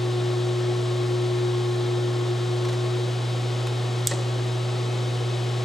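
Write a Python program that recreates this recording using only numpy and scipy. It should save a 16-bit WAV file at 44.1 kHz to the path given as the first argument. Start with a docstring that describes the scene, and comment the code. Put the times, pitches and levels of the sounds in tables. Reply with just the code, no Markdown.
"""An induction heater melts the end of a steel part in a workshop, heard in stereo with the heater a little to the left.
Its transformer hums at twice the mains rate, a cooling fan whines and blows through the cabinet, a coolant pump runs:
sines for what turns or hums, shaped noise for the air. The fan speeds up when the part is lifted out of the coil.
Scale ticks on the hot steel in showers of grains; the molten tip meets the firebrick with a sharp crack
and drops with soft knocks, made of ringing modes and short noise."""
import sys
import numpy as np
from scipy import signal
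from scipy.fft import rfft, irfft
from scipy.io import wavfile
from scipy.ndimage import uniform_filter1d, minimum_filter1d

SR = 44100
rng = np.random.default_rng(int(sys.argv[2]) if len(sys.argv) > 2 else 0)


def dump_mix(stems):
    """Bounce the given channels to the path in sys.argv[1] as a 16-bit WAV at rate SR."""
    frames = np.atleast_2d(stems).T  # one column per channel
    limited = np.clip(frames, -1, 1)  # hard clip at full scale
    pcm = np.round(limited * 32767).astype(np.int16)
    wavfile.write(sys.argv[1], SR, pcm)


N = 248724
TIME = np.arange(N) / SR
FREQ = np.maximum(np.arange(N // 2 + 1) * SR / N, 1)

# The cabinet as it reaches the two microphones.
# Each row: frequency in Hz, left minus right in dB, phase lead of the left in rad, diffuse share in dB.
PORTS = [(60, -4, 0, -25), (126, -0.1, 0.13, -24.5), (200, -3, 0.33, -12), (346, 3, 0.9, -17),
         (624, 1, 0, -6), (1230, 4, 0.022, -4.5), (2400, 4, 0, -8), (4380, 1.7, 0.5, -22.5),
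         (7900, 0, 0, -15), (13900, 2, 0, 0)]


def undb(db):
    """Decibels to gain."""
    return 10 ** (np.asarray(db) / 20)


def across(table):
    """Each column of a (Hz, ..) table on the frequency axis, interpolated over log frequency."""
    hz, *columns = np.transpose(table)
    return [np.interp(np.log(FREQ), np.log(hz), column) for column in columns]


def noise(db):
    """Noise with the given density in dB per Hz."""
    return irfft(rfft(rng.standard_normal(N)) * undb(db), N) * np.sqrt(SR / 2)


def unit(x):
    """Scale to rms 1."""
    return x / np.std(x)


def walk(rate):
    """Slow chance with spread 1, changing about rate times a second."""
    return unit(irfft(rfft(rng.standard_normal(N)) / (1 + (FREQ / rate) ** 4), N))


def swell(centre_s, width_s):
    """A smooth rise to 1 and back."""
    return np.exp(-((TIME - centre_s) / width_s) ** 2)


def fade(t60):
    """Exponential decay from time zero, 60 dB down after t60 seconds."""
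    return np.exp(-np.log(1000) * TIME / t60)


def tone(turns, db):
    """A sine of the given rms level that follows a count of turns."""
    return np.sqrt(2) * undb(db) * np.sin(2 * np.pi * (turns + rng.random()))


def ring(modes):
    """Response of (Hz, dB, t60) modes to one blow, with alternating signs."""
    out = np.zeros(N)
    for k, (hz, db, t60) in enumerate(modes):
        out += (-1) ** k * undb(db) * fade(t60) * np.sin(2 * np.pi * hz * TIME)
    return out


def gritty(db, grain_db):
    """Uneven grains with the given colour and spread of sizes; rms 1."""
    grains = rng.standard_normal(N) * undb(grain_db * rng.standard_normal(N))
    return unit(irfft(rfft(grains) * undb(db), N))


def strike(events, response):
    """Play a two-channel response at every (s, dB) event."""
    out = np.zeros((2, N))
    for s, db in events:
        start = int(s * SR)
        out[:, start:] += undb(db) * response[:, :N - start]
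    return out


def scrapes(grain_db=6, attack_s=.001):
    """Hot scale scrapes and flakes off: showers of tiny uneven grains that build quickly and thin out."""
    # Each row: start in seconds, level in dB, t60 in seconds.
    scrape_events = [(2.650, -30, .05), (2.685, -32, .09), (2.728, -34.5, .09), (3.669, -28.5, .045)]
    # Colour of crumbling scale. Each row: frequency in Hz, level in dB.
    scale_colour = [(200, 3), (800, 12), (2000, 8), (4000, 4), (6000, 1), (8000, -4.5), (11500, -12),
                    (15000, -30)]
    rise = 1 - np.exp(-TIME / attack_s)
    colour = across(scale_colour)[0]
    out = np.zeros((2, N))
    for s, db, t60 in scrape_events:
        shower = rise * fade(t60) * gritty(colour, grain_db)
        out += strike([(s, db)], np.tile(shower, (2, 1)))
    return out


def knocks(body_db=-7.0, crush_db=-1.5, crush_t60=0.024, thud_db=-3.5, thud_t60=0.048, thud_hz=700,
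           room_db=-14.5, room_t60=0.6, room_hz=600, pan_db=1.5):
    """The soft lump thuds on the brick, rings it and crushes its gritty surface; the room keeps the lows."""
    # The steel bumps the brick. Each row: start in seconds, level in dB, contact time in seconds.
    bumps = [(2.735, -28, .0016), (3.669, -34, .0002), (4.1124, -21.5, .00008), (4.1178, -20.8, .00024),
             (4.1230, -20.5, .001)]
    # Modes of the brick. Each row: frequency in Hz, level in dB, t60 in seconds.
    brick_modes = [(240, -8, .035), (303, -10, .08), (455, -10, .16), (567, -3.5, .08), (645, -11, .08),
                   (1035, -8, .07), (1140, -11, .07), (1394, -13, .14), (1835, -2, .058), (1978, -2, .052),
                   (2557, -12, .14), (3915, -6, .19), (4340, -3, .055)]
    # Colour of the brick's crushed surface. Each row: frequency in Hz, level in dB.
    grit_colour = [(200, 0), (600, 1), (900, -3), (1600, 0), (2500, -2), (4300, -1.5), (7500, 0),
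                   (11000, -10), (14000, -22), (16000, -32)]
    grit = gritty(across(grit_colour)[0], grain_db=8) * fade(crush_t60)
    room_colour = -10 * np.log10(1 + (FREQ / room_hz) ** 6 + (300 / FREQ) ** 6)
    room = unit(noise(room_colour)) * fade(room_t60)
    thud_colour = -10 * np.log10(1 + (FREQ / thud_hz) ** 6 + (230 / FREQ) ** 6)
    thud = unit(noise(thud_colour)) * fade(thud_t60)
    blow = undb(body_db) * ring(brick_modes) + undb(crush_db) * grit
    blow = blow + undb(thud_db) * thud + undb(room_db) * room
    left_right = undb([pan_db / 2, -pan_db / 2])
    out = np.zeros((2, N))
    for s, db, contact_s in bumps:
        # a longer contact makes a duller blow
        push = np.sin(np.pi * TIME[TIME < contact_s] / contact_s)
        softened = signal.lfilter(push / push.sum(), 1, blow)
        out += strike([(s, db)], np.outer(left_right, softened))
    return out


def cracks(snap_s=0.00018, burst_db=-21, burst_t60=0.0062, burst_hz=5000, bounce_s=.0052, bounce_db=-17.5,
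           near_db=-22, near_t60=0.057, room_db=-29.5, room_t60=0.34, room_hz=9500,
           right_db=3.0, spread=0.36, grain_db=5, patchy_db=2):
    """A brittle, ringing burst on the right, its bounce off the bench, scattered reflections and a room tail."""
    # The molten tip cracks against the firebrick. Each row: start in seconds, level in dB.
    crack_events = [(4.0717, 2)]
    # What a crack rings with. Each row: frequency in Hz, level in dB, t60 in seconds.
    crack_modes = [(230, -39, .03), (1390, -34, .012), (3150, -27, .008), (3710, -16, .013),
                   (4300, -17, .007), (4800, -15.5, .006), (5300, -12.5, .007), (5750, -12, .007),
                   (6380, -10.5, .008), (7200, -5, .0075), (7750, -5.5, .007), (8450, -4.5, .0055),
                   (11550, -4.5, .003), (14100, -11, .003)]
    # Colour of the room's answer. Each row: frequency in Hz, level in dB.
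    echo_colour = [(500, -10), (2500, -10), (3800, -2.5), (5200, -7), (6600, -2.5), (7500, 4.5), (8300, -2),
                   (9300, -9.5), (12000, -15), (16000, -27)]
    rise = 1 - np.exp(-TIME / snap_s)
    burst_noise = unit(noise(-10 * np.log10(1 + (FREQ / burst_hz) ** 4)))
    burst = undb(burst_db) * fade(burst_t60) * burst_noise
    highpass = signal.butter(2, 220, "high", fs=SR, output="sos")
    snap = signal.sosfilt(highpass, (ring(crack_modes) + burst) * rise)
    snap = snap + undb(bounce_db) * np.interp(TIME - bounce_s, TIME, snap, left=0)

    colour = across(echo_colour)[0]
    near = undb(near_db) * fade(near_t60) * unit(noise(colour))
    # the room tail is duller than the near reflections and partly differs between the channels
    damped = colour - 10 * np.log10(1 + (FREQ / room_hz) ** 8)
    shared = gritty(damped, grain_db) * undb(patchy_db * walk(120))
    response = []
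    for side in (-1, 1):  # left, right
        tail = unit(shared + spread * unit(noise(damped)))
        room = undb(room_db) * fade(room_t60) * tail
        response.append((snap + (near + room) * rise) * undb(side * right_db / 2))
    return strike(crack_events, np.array(response))


def load(lift_s=2.68, lift_length_s=.68, peak_s=1.95, peak_width_s=.55, peak_share=.32):
    """Power drawn by the coil: about 1 with the part inside, more around a peak, 0 once it is lifted out."""
    lifted = np.clip((TIME - lift_s) / lift_length_s, 0, 1)
    # the heater draws most just before the tip melts
    peak = 1 + peak_share * swell(peak_s, peak_width_s)
    return np.cos(np.pi / 2 * lifted) ** 2 * peak


def pump(shaft_hz=58.67, slip_spread=0.000594):
    """The coolant pump's induction motor slips just behind the mains; its sixth order beats with the fan."""
    # Each row: multiple of the shaft rate, level in dB about which it sways.
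    shaft_orders = [(1, -58.5), (3, -56.5), (6, -44.8), (7, -54), (8, -52.5), (11, -49.3), (22, -57.5),
                    (66, -64), (68, -60.5), (70, -59.5)]
    turns = np.cumsum(shaft_hz * (1 + slip_spread * walk(1.76))) / SR
    return sum(tone(round(k) * turns, db + 2 * walk(4.7)) for k, db in shaft_orders)


def ripple(depth=.17, t60=.06, above_hz=3500):
    """Reflections from nearby surfaces leave fine steady peaks and dips in the treble (dB)."""
    echoes = unit(rfft(rng.standard_normal(N) * fade(t60)))
    return 20 * np.log10(np.abs(1 + depth * echoes / (1 + (above_hz / FREQ) ** 4)))


def air(flicker_db=0.15):
    """Air rushes through the resonant cabinet; returns a direct part and a diffuse part for the stereo spread."""
    # Rush of the cooling air. Each row: frequency in Hz, density in dB per Hz before the cabinet colours it.
    rush_colour = [(25, -87), (80, -80), (150, -68.5), (260, -67.5), (480, -64.5), (760, -68.5),
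                   (1550, -77.5), (2650, -77.5), (3500, -74.5), (6100, -84), (7800, -86), (9300, -92.5),
                   (11800, -100), (15500, -118)]
    # Resonances and dips of the cabinet and its grille. Each row: frequency in Hz, width in Hz, lift in dB.
    resonances = [(335, 25, 4), (400, 25, -3), (446, 53, 1), (515, 40, 1.5), (682, 22, -5), (745, 50, 4),
                  (950, 120, -1.5), (1103, 34, 8), (1326, 125, 2.5), (2163, 80, 2.5), (2320, 60, -3),
                  (2560, 40, 3), (2640, 110, -3.5), (3100, 260, 2), (3738, 60, 2), (3880, 60, 3),
                  (4260, 100, -2.5), (4370, 70, 4.5), (5180, 130, 3), (5320, 90, -3), (7830, 110, 2)]
    density = across(rush_colour)[0] + ripple()
    for hz, width, db in resonances:
        density = density + db / (1 + (2 * (FREQ - hz) / width) ** 2)
    diffuse_db = across(PORTS)[2]
    direct = noise(density) * undb(flicker_db * walk(23))
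    return direct, noise(density + diffuse_db)


def whine(swell_db=2.5, swell_rate=5, wander_rate=25):
    """A thin, unsteady whistle in the air stream that wanders in pitch and comes and goes."""
    # One row: centre frequency in Hz, width of the wander in Hz, level in dB about which it swells.
    whistle = (3742, 42, -55)
    hz, width, db = whistle
    turns = np.cumsum(hz + width / 2 * walk(wander_rate)) / SR
    return tone(turns, db + swell_db * walk(swell_rate))


def fan(free_hz=366.8, sag_hz=5.2, blade_free_db=-35.8, blade_load_db=6.1,
        flutter_turns=0.018, flutter_db=3, waver_db=0.5, waver_rate=5):
    """Under load the fan slows and its clean blade tone is louder; turbulence makes its overtones flutter."""
    # Each row: multiple of the blade rate, level in dB with the coil empty, change under load in dB.
    fan_overtones = [(2, -54.5, -3), (3, -54.5, 1.5), (4, -62, 1), (5, -62, 3.5), (6, -61, -3),
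                     (7, -57.5, -7), (8, -63, -6), (9, -63, -6), (10, -63, -6)]
    # The blade tone swells, sags and dips briefly. Each row: centre in seconds, width in seconds, change in dB.
    blade_swells = [(.84, .07, -2.5), (1.2, 1.05, 1.9), (1.32, .16, 1.3), (2.38, .025, -4),
                    (2.65, .25, -.7), (2.745, .014, -7), (2.95, .1, .9), (3.26, .12, -4.5)]
    drawn = load()
    turns = np.cumsum(free_hz - sag_hz * drawn) / SR
    loaded = np.minimum(drawn, 1)
    blade_db = blade_free_db + blade_load_db * loaded + waver_db * walk(waver_rate)
    for s, width, db in blade_swells:
        blade_db = blade_db + db * swell(s, width)
    out = tone(turns, blade_db)
    for k, db, load_db in fan_overtones:
        fluttering = turns + flutter_turns * walk(5.5)
        out = out + tone(round(k) * fluttering, db + load_db * loaded + flutter_db * walk(13))
    return out


def transformer(mains_hz=60.015):
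    """The core flexes twice per mains cycle; the weak overtones sway more than the fundamental."""
    # Each row: multiple of the mains rate, level in dB about which it sways.
    hum_orders = [(2, -26.1), (4, -60), (8, -57), (14, -56.5), (28, -65), (30, -66), (32, -68), (42, -65)]
    sway_db = [.15] + [2] * len(hum_orders)
    out = np.zeros(N)
    for (k, db), sway in zip(hum_orders, sway_db):
        out += tone(round(k) * mains_hz * TIME, db + sway * walk(5.9))
    return out


def machine(air_load_db=-0.37):
    """Everything in the cabinet, placed a little to the left by level and phase between the microphones."""
    rush, diffuse = air()
    # the slower fan moves a little less air
    direct = transformer() + pump() + fan() + whine() + rush * undb(air_load_db * load())
    balance_db, lead, _ = across(PORTS)
    side = np.array([[1], [-1]])  # left, right
    placing = undb(side * balance_db / 2) * np.exp(.5j * side * lead)
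    return irfft(rfft(direct + side * diffuse) * placing, N)


def scene():
    """The small sounds of the hot steel and the running machine."""
    return scrapes() + knocks() + cracks() + machine()


def record(dry, threshold=1.04, hold_s=0.025, release_s=0.034, round_level=.76, top_hz=15700):
    """A limiter ducks just ahead of a peak, holds and lets go; what slips through saturates; the top is cut."""
    need = np.minimum(1, threshold / (np.abs(dry).max(axis=0) + 1e-9))
    half = int(hold_s * SR / 2)
    cut = 1 - minimum_filter1d(need, 2 * half + 1, origin=half)
    pole = np.exp(-1 / (release_s * SR))
    gain = 1 - np.maximum(cut, signal.lfilter([1 - pole], [1, -pole], cut))
    # widening and smoothing the dip makes it begin ahead of the peak
    limited = dry * uniform_filter1d(minimum_filter1d(gain, size=129), size=129)
    rounded = limited / (1 + (limited / round_level) ** 4) ** .25
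    lowpass = signal.ellip(8, .05, 60, top_hz, fs=SR, output="sos")
    return signal.sosfiltfilt(lowpass, rounded)


dry = scene()
out = record(dry)
dump_mix(out)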